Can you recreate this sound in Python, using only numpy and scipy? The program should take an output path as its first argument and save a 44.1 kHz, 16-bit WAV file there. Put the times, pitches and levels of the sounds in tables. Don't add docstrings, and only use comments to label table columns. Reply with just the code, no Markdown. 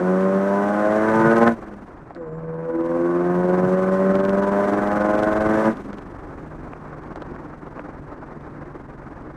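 import sys
import numpy as np
from scipy import signal
from scipy.fft import rfft, irfft, next_fast_len
from scipy.io import wavfile
from scipy.ndimage import uniform_filter1d

SR = 44100
rng = np.random.default_rng(int(sys.argv[2]) if len(sys.argv) > 2 else 0)


def master_out(mix):
    frames = np.transpose(np.atleast_2d(mix))
    ceiling = np.clip(frames, -1, 1)
    pcm = np.round(ceiling * 32767).astype(np.int16)
    wavfile.write(sys.argv[1], SR, pcm)


N = 412776

# frequency in Hz, relative density in dB.
ROAD_SPECTRUM = [(30, 31.5), (45, 19.5), (70, 9), (110, -0.5), (170, -4), (300, 3.5), (420, -3.5),
                 (700, -7.5), (1100, -8), (1600, -14), (2200, -25), (3200, -43), (5000, -44.5), (9000, -55),
                 (13000, -69.5)]
HISS_SPECTRUM = [(1500, -24), (2200, 2.5), (3000, -4), (4000, -9), (5000, -11.5), (5900, -7.5), (7000, -12),
                 (8500, -11.5), (10000, -17.5), (12000, -21.5), (14000, -25.5), (15500, -37)]
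GAS_SPECTRUM = [(90, -23), (150, -15.5), (300, -4.5), (600, 10.5), (1000, 0), (1600, 7), (2200, -7.5),
                (3200, -21.5)]
# time in seconds, level above the low cut in dB.
ROAD_LEVEL = [(0, -29.5), (1.6, -38), (2.3, -45), (3.5, -30.5), (5, -26.5), (5.8, -33.5), (6.2, -38),
              (7.25, -36), (7.6, -38), (8.6, -36.5), (9.36, -39.5)]
# time in seconds, level at the capsule in dB.
THRUM_LEVEL = [(0, -21.5), (1.5, -7.5), (2.5, -13), (4.8, -11), (5.5, -4), (5.8, -12), (6.4, -2.5),
               (7.1, -9.5), (9.36, -9.5)]
# start in seconds, snap level in dB, knock level in dB.
TICK_EVENTS = [(1.4824, -39, -17.5), (1.6437, -43, -36), (1.7353, -54, -18), (2.1012, -46, -32),
               (2.1066, -62, -11.5), (2.149, -34, -26), (2.164, -50, -19), (2.1763, -58, -38),
               (5.904, -48, -32), (5.9307, -30, -13), (5.9847, -32, -21), (6.0207, -47, -24),
               (6.635, -56, -39), (6.674, -55, -17), (6.7338, -56, -12), (7.1584, -28, -10),
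               (7.2212, -28, -12), (7.363, -57, -16), (7.3996, -63, -44), (7.5375, -55.5, -15),
               (7.7777, -55, -19), (7.7938, -68, -9), (8.4407, -56, -29), (8.744, -50, -25),
               (9.0186, -51, -20)]
# frequency in Hz, time to decay by 60 dB in seconds, gain in dB.
PLASTIC_MODES = [(600, .010, -3), (1200, .005, 0), (1800, .004, -3), (2600, .003, 0), (3700, .0025, 0),
                 (5400, .002, -4), (7500, .002, -10)]
# time in seconds, blade-passing frequency in Hz.
BLADE_RATE = [(0, 11250), (.72, 12260), (1.15, 13120), (1.49, 13890), (1.82, 9450), (1.95, 8400),
              (2.08, 7750), (2.25, 7355), (2.36, 7320), (2.68, 9680), (2.91, 10670), (3.28, 11275),
              (4.72, 12180), (5.69, 13210), (5.8, 11500), (6.0, 9335), (6.17, 8180), (6.44, 7470),
              (6.7, 7000)]
# time in seconds, level in dB.
DRAUGHT_LEVEL = [(1.55, -61), (1.75, -65.5), (1.95, -73), (2.45, -84), (5.8, -60.5), (6, -67), (7.6, -71),
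                 (9.36, -72.5)]
# centre in seconds, half-width in seconds, peak level in dB.
RUMBLE_SWELLS = [(1.28, 0.14, -25), (3.3, 0.15, -42), (3.65, .04, -24.5), (4.3, 0.25, -43.5),
                 (5.6, 0.19, -30.5)]
# central crest in seconds, length in seconds, frequency in Hz, peak in dB.
BUFFET_BOUTS = [(1.062, 0.91, 17.5, 4.5), (1.451, 0.23, 19.1, 12.5), (1.805, 0.47, 20, 12.5),
                (2.305, 0.43, 18.6, 9), (2.726, .38, 19.3, 11), (3.134, 0.44, 20.1, 5.5),
                (3.665, 0.56, 20.7, 9.5), (3.971, .2, 16, 1.5), (4.318, .46, 21.36, 13.5),
                (4.807, .4, 21.4, 11.5), (5.259, 0.55, 22.3, 13), (5.633, 0.26, 16, 4.5),
                (6.005, .54, 23.2, 12.5), (6.581, 0.49, 23.4, 9.5), (7.145, .56, 21.6, 14),
                (7.742, .6, 22.3, 12), (8.297, 0.5, 21, 12), (8.783, .48, 21.8, 13),
                (9.192, .34, 21.8, 11.5)]
# clutch bite in seconds, foot lift in seconds, throttle from 0 to 1.
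GEAR_SPANS = [(-1, 1.47, 1), (2.12, 5.675, 1), (6.35, 20, 0)]
# seconds after lifting, gain in dB.
LIFT_ENVELOPE = [(0, 2), (.04, -2), (.075, -30), (.12, -15.5), (.24, -12.5), (.4, -26)]
# time in seconds, shaft rotation frequency in Hz.
SHAFT_SPEED = [(0, 90.6), (.2, 94.5), (.58, 100.4), (1.05, 108.8), (1.34, 114.3), (1.49, 116.6), (1.6, 107),
               (1.7, 103.5), (2.12, 90), (2.285, 78), (2.37, 81), (2.5, 81.1), (2.79, 83.1), (3.26, 88.4),
               (3.8, 93.5), (4.63, 100.6), (5.7, 109.6), (5.78, 102.5), (5.95, 101), (6.3, 79), (6.5, 77),
               (9.36, 71.5)]
# order (multiple of shaft speed), base level in dB.
EXHAUST_ORDERS = [(1, -1.5), (2, 1.5), (3, 2), (4, 11.5), (5, 8.5), (6, 14), (7, 8.5), (8, 7), (9, 0.5),
                  (10, 0.0), (11, -0.3), (12, -1.5), (13, -2), (14, -2.5), (15, -6.5), (16, -6.5),
                  (17, -13.5), (18, -18.5), (19, -13), (20, -13.5)]
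# time in seconds, then gains in dB for
SPOOL_SHAPE = [(2.2, -11, 0, -3.5, 13, 0.1), (2.3, 7.5, -13.5, -15, 7, 8), (2.62, 3.5, -9, -16, 11, -1),
               (2.78, -12.5, 2, 2, 9.5, 3), (2.95, -9, 6, -0.5, 11.5, 12.5),
               (3.1, -3.5, 6.5, 2, -8.5, 10.5), (3.25, -1, 3, 1.5, -7.5, 2.5)]
# frequency in Hz, bandwidth in Hz, gain in dB.
CABIN_MODES = [(186.4, 25.3, -21), (230.3, 17.5, -23), (323.5, 56, -30), (386, 12, -68.5), (449, 33, -47),
               (519.4, 15, -37.5), (565.5, 45, -39.5), (627, 14, -42.5), (701.5, 24.6, -41),
               (796, 25, -59.5), (821.4, 38, -41), (890.4, 31, -37.5), (996.6, 24.4, -30),
               (1039, 19, -34.5), (1119, 18, -41), (1204, 60, -39), (1465.5, 27, -33.5), (1497, 18, -43),
               (1735, 19, -38.5), (1860, 21, -60), (1901, 20, -37.5), (2030, 79, -48)]
# frequency in Hz, bandwidth in Hz.
CABIN_NULLS = [(663.5, 24), (414.4, 25)]

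FULL_BOOST_HZ, STALL_HZ = 11410, 7300
LOW_CUT_HZ, TOP_CUT_HZ = 130, 15200


def undb(db):
    return 10 ** (np.asarray(db) / 20)


def curves(table):
    times, *columns = np.transpose(table)
    return [np.interp(np.arange(N) / SR, times, column) for column in columns]


def walk(rate_hz):
    hold = int(SR / rate_hz)
    steps = np.repeat(rng.standard_normal(N // hold + 1), hold)
    smooth = uniform_filter1d(uniform_filter1d(steps, hold), hold)[:N]
    return smooth / smooth.std()


def noise(spectrum):
    size = next_fast_len(N)
    hz, db = np.transpose(spectrum)
    log_hz = np.log(np.arange(1, size // 2 + 2) * SR / size)
    gain = undb(np.interp(log_hz, np.log(hz), db, -80, -120))
    shaped = irfft(rfft(rng.standard_normal(size)) * gain, size)[:N]
    return shaped / shaped.std()


def ring(x, hz, width_hz):
    return signal.lfilter(*signal.iirpeak(hz, hz / width_hz, fs=SR), x)


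def low_cut(x):
    return signal.sosfilt(signal.butter(4, LOW_CUT_HZ, "high", fs=SR, output="sos"), x)


def road():
    roar = noise(ROAD_SPECTRUM)
    low = signal.sosfilt(signal.butter(2, 400, fs=SR, output="sos"), roar)
    roar = low * undb(walk(25)) + (roar - low) * undb(1.9 * walk(60))
    return roar / low_cut(roar).std() * undb(curves(ROAD_LEVEL)[0])


def low_thrum():
    band = ring(ring(rng.standard_normal(N), 37.4, 6.9), 37, 8.1)
    return band / band.std() * undb(curves(THRUM_LEVEL)[0])


def trim_ticks():
    bounce_s, bounce_db = .004, -8
    out, t = np.zeros(N + 4000), np.arange(1000) / SR
    scatter = rng.standard_normal((len(TICK_EVENTS), 3, len(PLASTIC_MODES) + 1))
    knock, snap = ((1 - np.exp(-t / rise_s)) ** 2 for rise_s in (.0008, .0002))
    for (start, snap_db, knock_db), contacts in zip(TICK_EVENTS, scatter):
        for bounce, (late, *detunes) in enumerate(contacts):
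            at = int((start + bounce * bounce_s * np.exp(0.38 * late)) * SR)
            for (hz, t60, db), detune in zip(PLASTIC_MODES, detunes):
                attack = undb(knock_db) * knock if hz < 2000 else undb(snap_db) * snap
                envelope = attack * undb(db + bounce * bounce_db - 60 * t / t60)
                out[at:at + len(t)] += envelope * np.sin(2 * np.pi * hz * (1 + 0.18 * detune) * t)
    return out[:N]


def buffet_crackle(pressure):
    clicks_per_s = 220
    clicks = (rng.random(N) < clicks_per_s / SR) * undb(3.2 * np.minimum(rng.exponential(size=N), 5))
    grains = ring(ring(clicks * np.exp(-0.28 * pressure), 2600, 2400), 2600, 2400)
    return grains / grains.std()


def turbo(throttle, pressure):
    hz = curves(BLADE_RATE)[0]
    excess_khz = (hz - FULL_BOOST_HZ) / 1000
    unstalled = np.clip((hz - STALL_HZ) / 200 + 1, 0, 1)
    whistle_rms = (throttle * undb(-85 + 2.4 * excess_khz) + unstalled * undb(-92)) * undb(3.5 * walk(30))
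    blade_phase = 2 * np.pi * np.cumsum(hz * (1 + .007 * walk(120))) / SR
    whistle = np.sqrt(2) * whistle_rms * np.sin(blade_phase)
    pumping = np.exp(-0.019 * pressure - .01 * pressure ** 2)
    hiss = noise(HISS_SPECTRUM) * undb(1.1 * walk(40)) * pumping
    rush = hiss + undb(-5.5) * buffet_crackle(pressure)
    boost = throttle * undb(-54.5 + 4 * (excess_khz + np.minimum(excess_khz, 0)))
    return rush * np.hypot(boost, undb(curves(DRAUGHT_LEVEL)[0])) + whistle


def low_rumble():
    t = np.arange(N) / SR
    band = ring(ring(rng.standard_normal(N), 135, 80), 140, 92)
    swells = sum(undb(db) * np.exp(-((t - centre) / width) ** 2) for centre, width, db in RUMBLE_SWELLS)
    return band / band.std() * swells


def window_buffet():
    fade_s = .08
    pressure = np.zeros(N)
    for crest, length, hz, db in BUFFET_BOUTS:
        near = np.arange(int((crest - length) * SR), min(int((crest + length) * SR), N))
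        t = near / SR - crest
        envelope = np.clip((length / 2 - abs(t)) / fade_s + .5, 0, 1)
        pressure[near] += undb(db) * envelope * np.cos(2 * np.pi * hz * t)
    return pressure


def throttle_and_load():
    pedal_s, bite_s, overrun_db = 0.092, 0.052, -12
    t, throttle, power = np.arange(N) / SR, 0, 1e-4
    for bite, lift, pedal in GEAR_SPANS:
        throttle += pedal * np.clip(np.minimum(t - bite, lift + pedal_s - t) / pedal_s, 0, 1)
        bite_db = np.interp(t - bite, [0, bite_s], [-22, 0], left=-80)
        lift_db = np.interp(t - lift, *np.transpose(LIFT_ENVELOPE), left=0, right=-80)
        power += undb(overrun_db * (1 - pedal) + lift_db + bite_db) ** 2
    return throttle, 10 * np.log10(power)


def exhaust_pulses(shaft_hz, angle, throttle):
    spread_rad = 0.1489
    plain = (0, 0, 0, 0, 0)
    *low_db, rasp_db = curves([(2.05, *plain), *SPOOL_SHAPE, (3.45, *plain)])
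    spool_db = dict(zip((2, 3, 4, 6), low_db)) | dict.fromkeys((9, 11, 13, 17), rasp_db)
    uneven_db = 0.24 * (shaft_hz - 100)
    loss_db_per_order = (1 - throttle) * (4.5 + .45 * np.maximum(100 - shaft_hz, 0))
    pulses = 0
    for order, base_db in EXHAUST_ORDERS:
        db = base_db + order % 2 * uneven_db - loss_db_per_order * max(order - 2, 0)
        drift_db = 1.8 * np.interp(angle, np.linspace(0, angle[-1], 150), rng.standard_normal(150))
        rms = undb(db + spool_db.get(order, 0) + drift_db)
        pulses += np.sqrt(2) * rms * np.cos(order * angle + spread_rad * order ** 2)
    return pulses


def engine(throttle, load_db):
    shaft_hz = curves(SHAFT_SPEED)[0]
    angle = 2 * np.pi * np.cumsum(shaft_hz * (1 + .0012 * walk(30))) / SR
    lag_khz = throttle * np.maximum(FULL_BOOST_HZ - curves(BLADE_RATE)[0], 0) / 1000
    pulses = exhaust_pulses(shaft_hz, angle, throttle)
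    gas_db = 6.5 + 0.43 * np.maximum(shaft_hz - 97, 0) - lag_khz - 8 * (1 - throttle)
    puffs = (1 + 0.37 * np.cos(2 * angle - 1)) * noise(GAS_SPECTRUM) * undb(gas_db)
    scatter = undb(.6 * walk(90))
    drive = (pulses * scatter + puffs) * undb(load_db - 3 * lag_khz + 0.18 * (shaft_hz - 105))
    cabin = sum(undb(db) * ring(drive, hz, width) for hz, width, db in CABIN_MODES)
    for hz, width in CABIN_NULLS:
        cabin -= 0.77 * ring(cabin, hz, width)
    return cabin


def scene():
    pressure = window_buffet()
    throttle, load_db = throttle_and_load()
    machinery = engine(throttle, load_db) + throttle * low_rumble() + turbo(throttle, pressure)
    return (machinery + road() + low_thrum() + trim_ticks() + pressure)[None]


def record(dry):
    stiffening, bias, ceiling = 0.098, 3.53, .75
    bent = np.tanh(stiffening * (dry + bias)) * np.cosh(stiffening * bias) ** 2 / stiffening
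    cut = low_cut(bent - bent[:, :1])
    rounded = cut / (1 + (np.abs(cut) / ceiling) ** 4) ** .25
    return signal.sosfilt(signal.ellip(8, .2, 70, TOP_CUT_HZ, fs=SR, output="sos"), rounded)


dry = scene()
out = record(dry)
master_out(out)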